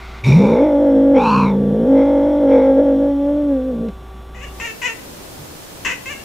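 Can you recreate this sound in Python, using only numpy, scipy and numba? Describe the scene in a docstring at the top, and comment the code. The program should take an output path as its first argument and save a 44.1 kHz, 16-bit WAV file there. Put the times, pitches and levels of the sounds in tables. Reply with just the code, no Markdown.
"""A soft hiss over the mains hum of a small room, then a nearby cat spits and gives one long, low yowl.
Its vocal folds make the note, and a second, slower vibration in its voice box turns it into a growl.
Midway the jaw opens in a snarl, which makes the sound brighter and raspier.
The scene then fades to a hissier room, where another cat chatters at a window in short, high chirps."""
import sys
import numpy as np
from scipy import signal
from scipy.fft import rfft, irfft, next_fast_len
from scipy.io import wavfile
from scipy.ndimage import uniform_filter1d
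from numba import njit

SR = 44100
rng = np.random.default_rng(int(sys.argv[2]) if len(sys.argv) > 2 else 0)


def to_wav(sig):
    """Store sig (one row per channel, or 1-D mono) as 16-bit WAV at the path in sys.argv[1].

    Samples outside -1..1 are clipped; the rate is SR.
    """
    pcm = np.clip(np.atleast_2d(sig), -1, 1) * 32767
    pcm = np.round(pcm).astype(np.int16)
    wavfile.write(sys.argv[1], SR, pcm.T)  # frames by channels


N = 275287
TIME = np.arange(N) / SR

# hum and faint whines of the first room (frequency [Hz], relative level [dB])
HUM_TONES = [(59.2, -37), (382.2, -50), (769.8, -55), (1152, -51.5), (1416, -63), (3472, -64.5),
             (4027, -75.5), (5534, -73), (6541, -79)]
# background noise of the first room and of the window room (frequency [Hz], relative level [dB])
FIRST_ROOM_NOISE = [(15, -5), (30, 0), (100, -2), (200, -5), (400, -11), (800, -13.5), (1400, -18.5),
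                    (2000, -24.5), (3600, -25.5), (4500, -35.5), (15000, -39.5)]
WINDOW_ROOM_NOISE = [(15, -9.5), (60, -2.5), (140, -4), (300, -3), (600, -7.5), (1000, -13), (2000, -18.5),
                     (6000, -20.5), (15500, -24.5)]
# breath through the teeth (frequency [Hz], relative level [dB])
HISS_SPECTRUM = [(410, -26), (700, -2), (783, -6), (1460, -1), (1730, -11), (2130, 0), (2890, -14),
                 (3540, -10.5), (8000, -29), (10400, -59), (17600, -120)]
# tune of the yowl (time [s], pitch [Hz])
YOWL_PITCH = [(0.24, 112.6), (0.275, 135), (0.32, 141.3), (0.42, 203), (0.56, 233), (0.66, 309),
              (0.76, 292), (0.99, 274), (1.14, 283), (1.23, 235), (1.37, 197), (1.7, 206), (1.84, 231),
              (1.89, 272), (2.05, 285), (2.44, 285), (2.59, 263), (2.74, 274), (3.05, 278), (3.36, 290),
              (3.52, 276), (3.59, 260), (3.7, 256), (3.77, 230), (3.87, 232), (3.9, 185)]
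# effort behind the yowl (time [s], chest level [dB], throat level [dB])
YOWL_EFFORT = [(0.23, -31, -49), (0.28, -6.5, -30), (0.38, -6.5, -30.5), (0.41, -10, -19),
               (0.57, -19.5, -12.5), (0.63, -10.5, -13), (0.68, -15.5, -15.5), (1.14, -11.5, -15),
               (1.17, -11, -10), (1.21, -20.5, -22), (1.39, -14, -27), (1.82, -17.5, -19.5),
               (1.87, -16.5, -16.5), (1.9, -10, -17), (1.98, -12.5, -12), (2.06, -15, -15.5),
               (2.41, -15.5, -17.5), (2.54, -14, -9.5), (2.61, -18, -11.5), (2.78, -15, -14.5),
               (3.24, -17, -22.5), (3.53, -15.5, -21.5), (3.59, -22, -21), (3.88, -22.5, -27.5)]
# the jaw: partly open, wide in the snarl, then two small "ow"s (time [s], opening [0 shut, about 1 wide])
JAW_OPENING = [(0.25, 0.26), (0.38, 0.29), (0.47, 0.5), (0.6, 0.39), (0.76, 0.25), (1.13, 0.15),
               (1.18, 0.7), (1.28, 1.05), (1.4, 0.9), (1.5, 0.4), (1.6, .06), (1.86, 0.15), (1.99, 0.36),
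               (2.12, 0.3), (2.46, .24), (2.53, 0.41), (2.66, 0.33), (2.77, 0.18), (3.3, 0.12), (3.7, 0)]
# the mouth's three resonances, the frequencies it boosts
# (shut [Hz], wide open [Hz], curve between them [exponent], delay behind the jaw [s])
MOUTH_RESONANCES = [(816, 1024, 2.3, 0.071), (1747, 2600, 0.83, 0.0044), (3187, 4240, 1.71, .04)]
# the spit's hiss, its ring, the lips closing, a soft bump by the window
# (start [s], centre [Hz], width [Hz], decay [s], level [dB])
BURSTS = [(.242, 4980, 11000, 0.095, -43), (.25, 5520, 500, .11, -37), (3.885, 1980, 2400, 0.0054, -39),
          (5.38, 128, 40, 0.053, -30)]
# the second cat's chirps (start [s], crest [s], fade start [s], base pitch [Hz], glide [Hz/s],
# relative level [dB], swell at the crest [dB], rasp [0-1], hardness of the start [0-1])
CHIRP_NOTES = [(4.345, 4.443, 4.48, 532.3, 549, -42, 7.5, 0.39, 0),
               (4.598, 4.658, 4.7, 440.8, -39.5, -30, 3, 0.29, 0.98),
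               (4.817, 4.865, 4.903, 460.4, -200, -27, 9, 0.24, .65),
               (5.848, 5.869, 5.924, 479.7, 300.5, -23.5, 4, .68, .6),
               (6.057, 6.114, 6.130, 546.5, 552, -30.5, 0, .18, 0),
               (6.133, 6.227, 6.2, 540, 4, -40.5, 3.5, 0.21, 0.04)]
# how its throat and mouth colour them (frequency [Hz], relative level [dB])
CHIRP_SPECTRUM = [(200, -14), (480, -18.5), (700, -31), (1000, -8), (1400, -16), (1980, 2), (2300, -6.5),
                  (2750, 0), (3300, -20), (4500, -28.5), (5900, -19), (7100, -16.5), (8500, -31),
                  (15000, -53)]

SPIT_START_S, SPIT_HOLD_S, SPIT_FADE_S = .24, .0801, .13


def undb(db):
    """Turn decibels into a gain to multiply by."""
    return 10 ** (np.asarray(db) / 20)


def curves(table):
    """Join each column of a table with straight lines in time."""
    times, *columns = np.transpose(table)
    return [np.interp(TIME, times, column) for column in columns]


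def unit(x):
    """Scale to an average (rms) level of 1."""
    return x / np.sqrt(np.mean(x ** 2))


def even(x, span_s=.12):
    """Hold the level near 1 but keep the fast flutter."""
    size = int(span_s * SR)
    power = uniform_filter1d(uniform_filter1d(x ** 2, size), size)
    return x / np.sqrt(np.abs(power) + 1e-14)


def ramp(start_s, length_s):
    """Rise in a straight line from 0 to 1."""
    return np.clip((TIME - start_s) / length_s, 0, 1)


def dying(start_s, decay_s):
    """Stay at 1 until the start, then die away."""
    return np.exp(-np.maximum(TIME - start_s, 0) / decay_s)


def drift(rate):
    """Wander at random by about 1, turning `rate` times a second."""
    size = max(int(SR / rate), 1)
    steps = np.repeat(rng.standard_normal(N // size + 1), size)
    return unit(uniform_filter1d(steps, size)[:N])


@njit
def band_pass(x, tuning, damping):
    """Let through one band of frequencies, which may move."""
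    out, band, low = np.empty(len(x)), 0., 0.
    for i in range(len(x)):
        g = tuning[i]
        swing = (band + g * (x[i] + 1e-18 - low)) / (1 + g * (g + damping[i]))
        band, low = 2 * swing - band, low + 2 * g * swing
        out[i] = damping[i] * swing
    return out


def resonance(x, hz, width_hz):
    """Pick out a band twice, so its edges are steep."""
    hz = np.clip(hz * np.ones(N), 20, .45 * SR)
    tuning, damping = np.tan(np.pi * hz / SR), width_hz / hz
    return band_pass(band_pass(x, tuning, damping), tuning, damping)


def keep_side(x, hz, side, order=4):
    """Keep what lies on the "low" or "high" side of a frequency."""
    return signal.sosfilt(signal.butter(order, hz, side, fs=SR, output="sos"), x)


def shaped(x, spectrum):
    """Colour a sound with a table of (frequency [Hz], level [dB])."""
    hz, db = np.transpose(spectrum)
    size = next_fast_len(N, True)
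    bins_hz = np.maximum(np.fft.rfftfreq(size, 1 / SR), 1)
    gain = undb(np.interp(np.log(bins_hz), np.log(hz), db))
    return irfft(rfft(x, size) * gain, size)[:N]


def noise():
    """Plain white noise."""
    return rng.standard_normal(N)


def coloured(spectrum):
    """Noise at level 1 with the given spectrum."""
    return unit(shaped(noise(), spectrum))


def hiss():
    """Soft breath through the teeth, which stops as the yowl begins."""
    return undb(-40) * coloured(HISS_SPECTRUM) * (1 - ramp(.19, .058))


def first_room():
    """Mains hum and faint whines waver over low noise, then fade out."""
    wavering_time = TIME + .0006 * np.cumsum(drift(8.4)) / SR
    hum = sum(np.sqrt(2) * undb(db) * np.sin(2 * np.pi * hz * wavering_time) for hz, db in HUM_TONES)
    return (undb(2) * hum + undb(-40.5) * coloured(FIRST_ROOM_NOISE)) * (1 - ramp(4.6, .07))


def vocal_folds(phase, rasp, harmonics=24):
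    """The folds buzz in sharp pulses, with a puff of rushing air in each cycle; more rasp is more air."""
    half = phase / 2 % np.pi + 1e-6
    pulses = unit(np.sin((2 * harmonics + 1) * half) / np.sin(half) - 1)
    air = unit(noise() * (1 + .31 * np.cos(phase)))
    rasp = np.clip(rasp, 0, 1)
    return pulses * np.sqrt(1 - rasp ** 2) + 1.6 * air * rasp


def voice_box(hz):
    """Rate, depth and rasp of the growl: on low notes the folds go slack and beat faster and deeper."""
    slack_below_hz, taut_rate_hz, slack_rate_hz = 244.5, 49.2, 57.16
    slack = .5 + .5 * np.tanh((slack_below_hz - hz) / 14)
    spit = dying(SPIT_START_S + SPIT_HOLD_S, SPIT_FADE_S)
    ease = 1 - .75 * ramp(3.03, .099) * (1 - .63 * slack)  # the breath runs out
    snarl = curves(JAW_OPENING)[0] ** 2
    rate_hz = taut_rate_hz + (slack_rate_hz - taut_rate_hz) * slack + 6 * np.sqrt(spit)
    depth = (.35 + .61 * slack) * ease * (1 - .7 * spit)
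    rasp = .13 * (1 + slack) * np.sqrt(ease) + .7 * spit + .16 * snarl
    return rate_hz, depth, rasp


def jaw():
    """Two levels and three resonances of the mouth: opening it lets more out and tunes it higher."""
    opening = np.maximum(curves(JAW_OPENING)[0], .01)
    bared_teeth = dying(SPIT_START_S + SPIT_HOLD_S, SPIT_FADE_S)
    spit = undb(-30) * bared_teeth * ramp(SPIT_START_S - .003, .005)
    onset = ramp(SPIT_START_S, .01)
    parted = .5 + .5 * np.tanh((opening - .32) / .054)  # the treble jumps out as the lips part
    mid_gain = undb(-14.5) * opening ** 1.6 * onset
    bright_gain = undb(-36 + 5 * parted) * opening ** 1.204 * onset
    levels_db = [20 * np.log10(gain + 1e-6) for gain in (mid_gain, np.hypot(bright_gain, spit))]
    lips = opening + .36 * bared_teeth
    resonances_hz = [shut + (wide - shut) * np.interp(TIME - delay, TIME, lips) ** curve
                     for shut, wide, curve, delay in MOUTH_RESONANCES]
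    return levels_db, resonances_hz


def chest(phase, growl, depth, rasp):
    """The deepest tone throbs in uneven strokes over a little breath noise."""
    throb = np.exp(.85 * depth ** 2 * (np.cos(growl) + .2 * drift(110)))
    breath = (.036 + .11 * rasp) * unit(resonance(noise(), 160, 290))
    return even(keep_side(np.cos(phase) * throb + breath, 82, "high"))


def throat_and_nose(buzz, hz, phase, rasp):
    """The throat's resonance rises with the pitch; faint clean overtones pass through the nose."""
    throat = keep_side(resonance(buzz, 315 + .7 * hz, 190), 682, "low")
    breath = .6 * rasp * unit(resonance(noise(), 505, 110))
    nose = resonance(vocal_folds(phase, rasp=0, harmonics=10), 1560, 600)
    return even(throat) + breath + undb(-32) * even(nose)


def mouth(buzz, rough_buzz, rasp):
    """The mouth shapes the buzz into a vowel, and the rougher buzz into a bright rasp above it."""
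    (mid_db, bright_db), (first_hz, second_hz, third_hz) = jaw()
    mid = keep_side(resonance(buzz, first_hz, 220), 705, "high", order=6)
    mid = keep_side(mid + undb(-22) * resonance(buzz, 1400, 710), 1466, "low", order=8)
    gape = undb(np.clip(.9 * (bright_db + 43), -12, 0))  # a dropped jaw brings out the second resonance
    bright = gape * resonance(rough_buzz, second_hz, 330)
    for hz, width_hz, db in (third_hz, 400, -10.5), (5500, 510, -21), (6400, 730, -29.5):
        bright += undb(db) * resonance(rough_buzz, hz, width_hz)
    bright += undb(-37.5) * resonance(rough_buzz, 10500, 2500)
    # raspy air also leaks between the resonances
    bright += undb(-11) * np.minimum(rasp, .5) ** 2 * resonance(rough_buzz, 2300, 3800)
    return even(mid) * undb(mid_db - 1) + even(bright) * undb(bright_db + 3 * gape - 1)


def echoes(x, fade_s, level_db, top_hz):
    """A blur of echoes from near walls, falling 60 dB in fade_s."""
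    t = TIME[:SR // 2]
    tail = keep_side(rng.standard_normal(len(t)), top_hz, "low", order=1)
    tail *= np.exp(-np.log(1000) * t / fade_s) * (t > .004)
    return undb(level_db) * signal.fftconvolve(x, tail / np.sqrt(np.sum(tail ** 2)))[:N]


def yowl():
    """A low, wavering note, shaken by the growl, sounds through chest, throat, nose and mouth."""
    hz = curves(YOWL_PITCH)[0] * (1 + .015 * drift(14))
    chest_db, throat_db = curves(YOWL_EFFORT)
    throat_db += 2 * drift(22) * (.45 + ramp(2.4, .6))  # the flutter grows as the cat tires
    growl_hz, depth, rasp = voice_box(hz)
    growl = 2 * np.pi * np.cumsum(growl_hz * (1 + .05 * drift(45))) / SR
    depth = np.clip(depth * (1 + .26 * drift(35)), 0, 1)
    jitter = .004 * drift(40) + .13 * rasp ** 2 * drift(250)
    # the growl sways both the timing and the strength of the pulses
    sway = np.cos(growl)
    phase = 2 * np.pi * np.cumsum(hz * (1 + jitter)) / SR + .58 * depth * sway
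    body = chest(phase, growl, depth, rasp) * undb(chest_db)
    # the sharp closing of the folds sways further than their slow swing
    closing = phase + .36 * np.tanh(3 * depth) * np.cos(growl + .067)
    buzz = vocal_folds(closing, rasp) * (1 + .45 * np.tanh(.73 * depth) * sway)
    body += throat_and_nose(buzz, hz, phase, rasp) * undb(throat_db)
    rough_buzz = vocal_folds(closing, 2 * rasp + .34) * (1 + .18 * depth * sway)
    voice = body * ramp(.225, .009) + mouth(buzz, rough_buzz, rasp)
    voice *= 1 - ramp(3.89, .02)
    return voice + echoes(voice, fade_s=.22, level_db=-23, top_hz=3000)


def spit_lips_and_bump():
    """Each is a short burst of noise that swells quickly and dies away."""
    out = np.zeros(N)
    for start, hz, width_hz, decay_s, db in BURSTS:
        band = even(resonance(noise(), hz, width_hz))
        out += band * undb(db) * ramp(start, decay_s / 4) * dying(start, decay_s)
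    return out


def window_room():
    """The second room's wide hiss fades in; its low part wavers."""
    side = undb(.4) * keep_side(coloured(WINDOW_ROOM_NOISE), 340, "high", order=1)
    centre = coloured(WINDOW_ROOM_NOISE)
    centre += .14 * drift(12) * keep_side(centre, 580, "low", order=1)
    return undb(-37.5) * np.array([centre + side, centre - side]) * ramp(4.316, .34) ** 1.24


def chirp_shapes():
    """Pitch, gain and rasp of the chirps: each switches on, arches to a crest and dies away."""
    rise_s, fall_s = .018, .008
    hz, gain, rasp = np.full(N, 500.), np.zeros(N), np.zeros(N)
    for start, crest, end, pitch, glide, db, swell_db, roughness, hardness in CHIRP_NOTES:
        arch = np.exp(-.5 * ((TIME - crest) / np.where(TIME < crest, rise_s, fall_s)) ** 2)
        snap = hardness * dying(start, .01)  # a hard start is briefly higher, raspier and louder
        note_hz = pitch + glide * (np.clip(TIME, start, end) - crest)
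        hz = np.where(TIME >= start, note_hz * (1 + .075 * arch + .2 * snap), hz)
        rasp = np.where(TIME >= start, roughness + .55 * snap, rasp)
        on_off = ramp(start, .0015) * dying(end, .015)
        gain = np.maximum(gain, undb(db + swell_db * arch + 3.5 * snap) * on_off)
    return hz, gain, np.clip(rasp, 0, 1)


def chatter():
    """The second cat's folds buzz in short, high chirps; the room spreads them left and right."""
    hz, gain, rasp = chirp_shapes()
    jitter = .008 * drift(120) + .13 * rasp ** 2 * drift(350)
    phase = 2 * np.pi * np.cumsum(hz * (1 + jitter)) / SR
    buzz = vocal_folds(phase, rasp, harmonics=16)
    voice = even(shaped(buzz, CHIRP_SPECTRUM), span_s=.011) * gain
    voice += np.minimum(gain, undb(-44.5)) * (1 - rasp) * np.cos(phase)  # a hum through the nose
    left = undb(2.5) * voice + echoes(voice, fade_s=.39, level_db=-8, top_hz=8100)
    right = undb(-6) * voice + echoes(voice, fade_s=.14, level_db=-3.5, top_hz=8100)
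    return np.array([left, right])


def scene():
    """Both cats over their rooms, in stereo."""
    return hiss() + first_room() + yowl() + spit_lips_and_bump() + window_room() + chatter()


def record(dry):
    """Clip any peaks at full scale, then cut the highest treble."""
    top_hz = 15600
    return signal.sosfilt(signal.ellip(14, .2, 80, top_hz, fs=SR, output="sos"), np.clip(dry, -1, 1))


dry = scene()
out = record(dry)
to_wav(out)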